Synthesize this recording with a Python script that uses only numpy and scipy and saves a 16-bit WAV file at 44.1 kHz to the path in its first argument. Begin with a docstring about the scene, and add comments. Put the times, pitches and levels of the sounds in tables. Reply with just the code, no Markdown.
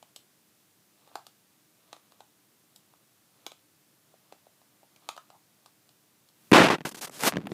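"""A quiet, carpeted room. A foil wrapper is handled softly: it creaks as it bends, then buckles in
single snaps that ring its broad faces and crack its creases, with faint ticks and one fingertip squeak.
At about 6.5 s a hand takes hold of the camera. Skin knocks and scrapes over the microphone port, the
wrapper brushes past it, and the fingers settle on the case with dull bumps, all close and dry.
A thin bed of room tone and hiss lies underneath."""
import sys
import numpy as np
from scipy import signal
from scipy.fft import rfft, irfft, next_fast_len
from scipy.io import wavfile
from scipy.ndimage import uniform_filter1d

SR = 44100
rng = np.random.default_rng(int(sys.argv[2]) if len(sys.argv) > 2 else 0)


def dump_mix(stems):
    """Bounce the given channels to the path in sys.argv[1] as a 16-bit WAV at rate SR."""
    frames = np.atleast_2d(stems).T  # one column per channel
    limited = np.clip(frames, -1, 1)  # hard clip at full scale
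    pcm = np.round(limited * 32767).astype(np.int16)
    wavfile.write(sys.argv[1], SR, pcm)


N = 332073
TIME = np.arange(N) / SR
HIT_SAMPLES = 4096
GRAB_S = 6.51  # the hand leaves the wrapper and takes the camera

# Snap cues: (time [s], face level [dB], crack level [dB], tautness [0-1], crease pitch [Hz])
FOIL_SNAPS = [(0.027, -52.5, -59, 0.3, 3650), (0.162, -58, -47, 0.5, 4500), (1.075, -58.5, -66.5, .4, 3720),
              (1.114, -61, -81, .5, 3500), (1.155, -36, -46, 0.55, 3770), (1.267, -56, -52.5, 0.63, 4000),
              (1.929, -46, -48.5, 0.55, 3200), (1.965, -56.5, -63, 0.6, 3080), (2.121, -60, -64, 0.7, 3500),
              (2.205, -51, -58, .4, 3130), (2.761, -69, -54.5, 0, 4800), (2.937, -61.5, -74.5, 0.7, 3200),
              (3.465, -43.5, -40.5, .45, 3300), (3.518, -52.5, -53.5, 0.37, 3330),
              (4.14, -58, -76, 0, 3500), (4.324, -48, -58, 0.23, 3450), (4.468, -56.5, -79, .05, 3500),
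              (4.616, -63.5, -73, 0.55, 3500), (4.831, -58, -75.5, .05, 3000),
              (4.962, -73, -61.5, .5, 3260), (5.089, -36, -38, 0.7, 3400), (5.165, -52, -56, .5, 3700),
              (5.177, -43.5, -54, 0.9, 3280), (5.302, -55, -62.5, 0.6, 3680), (5.66, -57, -58, 0.8, 4100),
              (5.891, -68.5, -63, 0.4, 4000), (6.288, -77, -63.5, .8, 4400)]
# Body of a snap, the low panel and higher flap of the foil: (frequency [Hz], bandwidth [Hz], level [dB])
PANEL_MODES = [(305, 160, -7), (644, 210, 5.5), (890, 125, 0.5)]
FLAP_MODES = [(1055, 277, 1.5), (1250, 163, 3), (1550, 190, -5)]
# Bite of the stiff creases and sizzle of the thin edges: (frequency [Hz], level [dB])
CREASE_EQ = [(1200, -32.5), (2100, -11.5), (2650, -1.5), (3050, -5.5), (3550, -1), (4200, -1.5),
             (5000, -12), (6500, -17), (10000, -52)]
EDGE_EQ = [(3500, -30), (5500, -5), (7600, 0.5), (9500, -7.5), (13000, -10), (16000, -24)]
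def wrapper_snaps(mid_crease_hz=3460):
    """Each buckle rings the broad faces, slightly retuned each time, and cracks in the creases."""
    track = np.zeros(N)
    for s, face_db, crack_db, tautness, crease_hz in FOIL_SNAPS:
        tuning = np.exp(rng.normal(0, 0.012))
        flex = slip(t60=0.018, scatter=0.077)
        crack = buckle(spread_s=0.0035, follow=0.67)
        # taut foil rings in its flap, slack foil in its panel
        flap_gain = amp(-15.5 + 26 * tautness)
        faces = ring(flex, PANEL_MODES, tuning) + flap_gain * ring(flex, FLAP_MODES, tuning)
        faces /= np.hypot(1, flap_gain)
        # a shorter crease cracks higher and shakes the edges more
        shortness = crease_hz / mid_crease_hz
        crease = coloured(crack, np.array(CREASE_EQ) * [shortness, 1])
        edges = amp(-5 + 11 * np.log2(shortness)) * coloured(crack, EDGE_EQ)
        add(track, s, amp(face_db + 26) * faces + amp(crack_db + 26.5) * (crease + edges))
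        add(track, s, amp(crack_db + 3) * settling())
    return track


def buckle(spread_s, follow, count=3):
    """A crease gives way and sets off its neighbours within spread_s."""
    push = slip(t60=0.02, scatter=0.21)
    for delay, size in rng.random((count, 2)):
        add(push, spread_s * delay, follow * size * slip(t60=0.0022, scatter=0.05))
    return push


def settling(count=5):
    """The foil relaxes after a snap: a tail of tiny ticks that tend to fade."""
    push = np.zeros(SR // 4)
    for wait, size in rng.random((count, 2)):
        tick = amp(-10 * size - 7.9 * wait) * slip(t60=0.0046, scatter=0.11)
        add(push, 0.0082 + 0.14 * wait, tick)
    return signal.fftconvolve(push, impulse_response(CREASE_EQ))


def strain(lead_s=0.18, rise_db_per_s=64):
    """Fingers bend the foil: a soft creak swells into the snap, stronger before a loud one."""
    to_snap_s = np.arange(round(lead_s * SR))[::-1] / SR
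    power = np.zeros(N)
    for s, face_db, *_ in FOIL_SNAPS:
        if s > lead_s:
            add(power, s - lead_s, amp(-49 + 0.48 * face_db - rise_db_per_s * to_snap_s) ** 2)
    panel = ring(rng.standard_normal(N), PANEL_MODES)
    flap = ring(rng.standard_normal(N), FLAP_MODES)
    creases = amp(-4) * friction(CREASE_EQ, per_s=590, spread_db=6, smooth=0.55)
    return np.sqrt(power) * (unit(panel + flap) + creases)


def crease_ticks(per_s=1.5):
    """Small creases give way at random while the foil is in the hand."""
    due = (rng.random(N) < per_s / SR) & (TIME < GRAB_S)
    sizes = amp(-54.5 - rng.standard_normal(N))
    return signal.fftconvolve(due * sizes, impulse_response(CREASE_EQ))[:N]


def finger_squeak(at_s=5.347, width_s=0.023, centre_hz=830, rise_hz_per_s=2480):
    """Skin sticks and slips unevenly on the foil: a tiny, rough, rising chirp."""
    t = np.clip(TIME - at_s, -0.2, 0.2)
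    jitter = unit(uniform_filter1d(rng.standard_normal(N), size=60))
    hz = (centre_hz + rise_hz_per_s * t) * (1 + 0.16 * jitter)
    tone = np.sqrt(2) * np.sin(2 * np.pi * np.cumsum(hz) / SR)
    return amp(-60) * tone * np.exp(-(t / width_s) ** 2)


# Rub cues: (start [s], swell [s], hold [s], level [dB], fade over the hold [dB], pressure [0-1])
PORT_STROKES = [(6.53, 0.001, .14, -12.5, 9.5, .98), (6.685, 0.00092, 0.0076, -23.5, 4.5, 1),
                (6.701, 0.00092, 0.051, -22.5, 8.5, .97), (6.851, 0.001, 0.045, -32.5, 20.5, 0.42),
                (6.913, 0, 0.011, -46, 5, 0.25), (6.945, 0.0018, .013, -48.5, 1, 0.05),
                (6.969, 0.007, .016, -49, -1, 0.1), (7.011, .012, 0.032, -42.5, 0, 0.03),
                (7.072, 0.0037, 0.0065, -43, 7, 0.37), (7.11, .038, 0.039, -51.5, 3.5, 0.05),
                (7.192, 0.081, .012, -23.5, 0, 0.21), (7.494, 0.026, 0.0098, -64, 2, 0.05)]
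# Low, mid and top layers of a rub, from case, skin and foil: (frequency [Hz], level [dB])
CASE_EQ = [(25, -26), (80, -26), (105, -14), (135, -3), (180, -1.5), (260, -1.5), (350, 2), (520, -7),
           (800, -15), (2000, -53)]
RASP_EQ = [(200, -34), (450, -1), (700, 2.5), (1200, -0.5), (2600, -5.5), (4000, -12.5), (6000, -19.5),
           (10000, -30), (16000, -54)]
HISS_EQ = [(1000, -26), (3000, 1.5), (5000, 2.5), (7000, 2), (10500, 0), (14000, -3.5), (16000, -14)]
def rubbing():
    """Skin and foil drag over the port: the case rumbles, the skin rasps, the foil hisses."""
    case, rasp, hiss = sum(stroke_envelopes(*row) for row in PORT_STROKES)
    return (amp(-9.5) * case * friction(CASE_EQ, per_s=900, spread_db=8, smooth=0.25)
            + amp(0.17) * rasp * friction(RASP_EQ, per_s=2200, spread_db=0.5, smooth=0.45)
            + amp(5) * hiss * friction(HISS_EQ, per_s=3500, spread_db=3, smooth=0.85))


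def stroke_envelopes(start, swell, hold, db, fade_db, pressure, touch_s=0.0027, swell_db_per_s=269):
    """Case, rasp and hiss gains for one stroke: it lands, swells, fades and lifts off."""
    t = TIME - start
    landing = np.clip(t / touch_s + 0.5, 0, 1)
    lift_s = 0.014 * np.sqrt((swell + hold) / 0.052)  # a longer stroke has a slower release
    lift_db = 20.5 * np.maximum(t - swell - hold, 0) / lift_s
    level = db - swell_db_per_s * np.maximum(swell - t, 0) - lift_db
    fade = fade_db * np.clip((t - swell) / hold, 0, 1) ** 1.4
    # pressure drives the case and smothers the hiss; a light brush keeps its hiss to the end
    rasp_db = level - fade
    case_db = rasp_db + 9 * pressure
    hiss_db = level - (28 + fade) * pressure
    return landing * amp(np.maximum([case_db, rasp_db, hiss_db], -200))


# Knocks on the case: (time [s], level [dB], hardness [0 flesh to 1 nail])
FINGER_BUMPS = [(6.516, -26.5, 0.64), (6.52, -21.5, 0.18), (6.702, -26.5, 0.29), (6.784, -46, 0.46),
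                (6.807, -45, 0.41), (6.814, -51, 0.37), (6.853, -37, 0.49), (6.892, -49.5, 0.97),
                (6.946, -47, 0.54), (7.096, -46, 0.73), (7.208, -46, 1), (7.236, -28, 0.78),
                (7.273, -27.5, 0.51), (7.348, -50, 0.26), (7.358, -42.5, 0.12), (7.369, -33, 0.29),
                (7.384, -47.5, 0.027), (7.456, -53, 0.28), (7.47, -38, .54), (7.518, -43.5, 0.1)]
# Dull thud of the case under a soft fingertip: (frequency [Hz], level [dB])
THUMP_EQ = [(25, -29), (80, -16), (105, -12.5), (150, -1), (200, 0), (330, -1.5), (480, -12), (900, -27),
            (2000, -58.5)]
def finger_bumps():
    """A finger catches on the case and lets go; a nail thumps less and ticks more than flesh."""
    track = np.zeros(N)
    for s, db, hardness in FINGER_BUMPS:
        push, scuff = slip(t60=0.02, scatter=0.093), slip(t60=0.015, scatter=0.25)
        thump = amp(15 - 29 * hardness) * coloured(push, THUMP_EQ)
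        tick = amp(-36 + 42.5 * hardness) * coloured(scuff, HISS_EQ)
        add(track, s, amp(db + 27) * (thump + coloured(scuff, RASP_EQ) + tick))
    return track


def grip(squeeze_s=7.312, relax_db_per_s=53, creep_per_s=120, count=24):
    """The held case rumbles; the grip tightens and relaxes as fingertips creep in fading slips."""
    squeeze = (TIME > squeeze_s) * amp(-38 - relax_db_per_s * np.maximum(TIME - squeeze_s, 0))
    force = (TIME > GRAB_S) * amp(-57.5) + squeeze
    slips, s = np.zeros(N), squeeze_s
    for k, (wait, size) in enumerate(rng.standard_normal((count, 2))):
        s += np.exp(0.29 * wait) / creep_per_s
        add(slips, s, amp(5.5 * size - k) * slip(t60=0.01, scatter=0.07))
    creaks = amp(13.5) * signal.fftconvolve(slips, impulse_response(RASP_EQ))[:N]
    rub = amp(-16) * friction(RASP_EQ, per_s=400, spread_db=7, smooth=0.51)
    rumble = friction(THUMP_EQ, per_s=260, spread_db=3, smooth=0.16)
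    return force * (rumble + creaks + rub)


# Short decay of the carpeted room: (frequency [Hz], time to fall 60 dB [s])
ROOM_DECAY = [(300, 0.14), (900, 0.2), (2500, 0.24), (6000, 0.21), (14000, 0.14)]
def room_reverb(x, build_s):
    """Small-room reflections build over build_s, with a fresh pattern every quarter second."""
    wet = np.zeros(N)
    for start in range(0, N, SR // 4):
        hz, t, noise = signal.stft(rng.standard_normal(SR // 3), SR, nperseg=256)
        decay = amp(-60 * t / along(ROOM_DECAY, hz)[:, None])
        tail = signal.istft(noise * decay, SR, nperseg=256)[1]
        tail *= np.minimum(np.arange(len(tail)) / SR / build_s, 1)
        add(wet, start / SR, signal.fftconvolve(x[start:start + SR // 4], tail / np.linalg.norm(tail)))
    # the foil throws its treble around the room more than its bass
    send_eq = [(500, -5), (1200, 0.5), (4000, -3.5), (12000, 3)]
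    return filtered(wet, lambda hz: amp(along(send_eq, hz)))


# Bed of room air and microphone hiss: (frequency [Hz], level [dB])
AIR_EQ = [(15, -77), (25, -49), (79, -16.5), (113, -2.5), (227, -3), (267, -9), (297, -0.5), (331, -5.5),
          (509, -11.5), (598, -11), (804, -12.5), (2420, -15.5), (15500, -16.5)]
# Swell and drop of the bed: (time [s], level [dB])
BED_LEVEL = [(6.35, 3.5), (6.43, 6.5), (6.5, 8.5), (6.53, -0.5)]
def room_tone():
    """Murmur and hiss swell just before the grab, then drop and stay lower once the rubbing starts."""
    noise = unit(filtered(rng.standard_normal(N), lambda hz: amp(along(AIR_EQ, hz))))
    return noise * amp(-68.5 + np.interp(TIME, *np.transpose(BED_LEVEL)))


def slip(t60, scatter):
    """One sharp release, then a scatter of smaller ones that falls 60 dB in t60 seconds."""
    push = scatter * rng.standard_normal(HIT_SAMPLES) * amp(-60 * np.arange(HIT_SAMPLES) / SR / t60)
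    push[0] += 1
    return push


def friction(eq, per_s, spread_db, smooth):
    """A grain of tiny uneven slips over smooth noise, shaped by an EQ curve; rms 1."""
    slips = (rng.random(N) < per_s / SR) * rng.choice([-1, 1], N)
    sizes = amp(spread_db * np.clip(rng.standard_normal(N), -2, 2))
    push = unit(slips * sizes) + smooth * rng.standard_normal(N)
    return unit(signal.fftconvolve(push, impulse_response(eq))[:N])


def ring(push, modes, tuning=1):
    """A push rings damped modes of alternating polarity, all pitched by tuning; energy 1."""
    def resonances(f):
        return sum((-1) ** k * amp(db) * 1j * f * width / ((hz * tuning) ** 2 - f * f + 1j * f * width)
                   for k, (hz, width, db) in enumerate(modes))
    band_hz = np.clip([modes[0][0] * 0.14, modes[-1][0] * 1.2], 20, SR / 2 - 100)
    bandpass = signal.butter(2, band_hz, 'band', fs=SR, output='sos')
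    x = signal.sosfilt(bandpass, filtered(push, resonances))
    return x / np.linalg.norm(x)


def coloured(push, eq):
    """A push heard through an EQ curve; energy 1."""
    x = signal.fftconvolve(push, impulse_response(eq))[:HIT_SAMPLES]
    return x / np.linalg.norm(x)


def impulse_response(eq):
    """The tightest (minimum-phase) click with this EQ curve; energy 1."""
    gains = amp(along(eq, np.fft.rfftfreq(HIT_SAMPLES, 1 / SR)))
    cepstrum = irfft(np.log(gains))
    cepstrum[1:HIT_SAMPLES // 2] *= 2
    cepstrum[HIT_SAMPLES // 2 + 1:] = 0
    response = irfft(np.exp(rfft(cepstrum)))
    return response / np.linalg.norm(response)


def filtered(x, response):
    """Filter x by a gain given as a function of frequency."""
    size = next_fast_len(len(x) + HIT_SAMPLES)
    return irfft(rfft(x, size) * response(np.fft.rfftfreq(size, 1 / SR)), size)[:len(x)]


def along(points, hz):
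    """Read a curve of (frequency [Hz], value) points on a log axis."""
    frequencies, values = np.transpose(points)
    return np.interp(np.log(hz + 1), np.log(frequencies + 1), values)


def add(track, s, sound):
    """Lay a sound into the track at s seconds."""
    part = track[max(round(s * SR), 0):][:len(sound)]
    part += sound[:len(part)]


def amp(db):
    """Decibels to gain."""
    return 10 ** (np.asarray(db) / 20)


def unit(x):
    """Scale to rms 1."""
    return x / np.sqrt(np.mean(x ** 2) + 1e-20)


def scene():
    """The foil sits in the room; the hand is right on the camera, too close for reverb."""
    foil = wrapper_snaps() + strain() + crease_ticks() + finger_squeak()
    hand = rubbing() + finger_bumps() + grip()
    return (foil + amp(-8) * room_reverb(foil, build_s=0.0067) + hand + room_tone())[None]


def record(dry):
    """The camera soft-clips the peaks, thins the deep bass and cuts the very top."""
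    ceiling, low_cut_hz, top_hz = 0.75, 35, 15400
    rounded = dry[0] / (1 + (dry[0] / ceiling) ** 6) ** (1 / 6)
    thinned = signal.sosfilt(signal.butter(2, low_cut_hz, 'high', fs=SR, output='sos'), rounded)
    return filtered(thinned, lambda hz: 1 / np.sqrt(1 + (hz / top_hz) ** 200))[None]


dry = scene()
out = record(dry)
dump_mix(out)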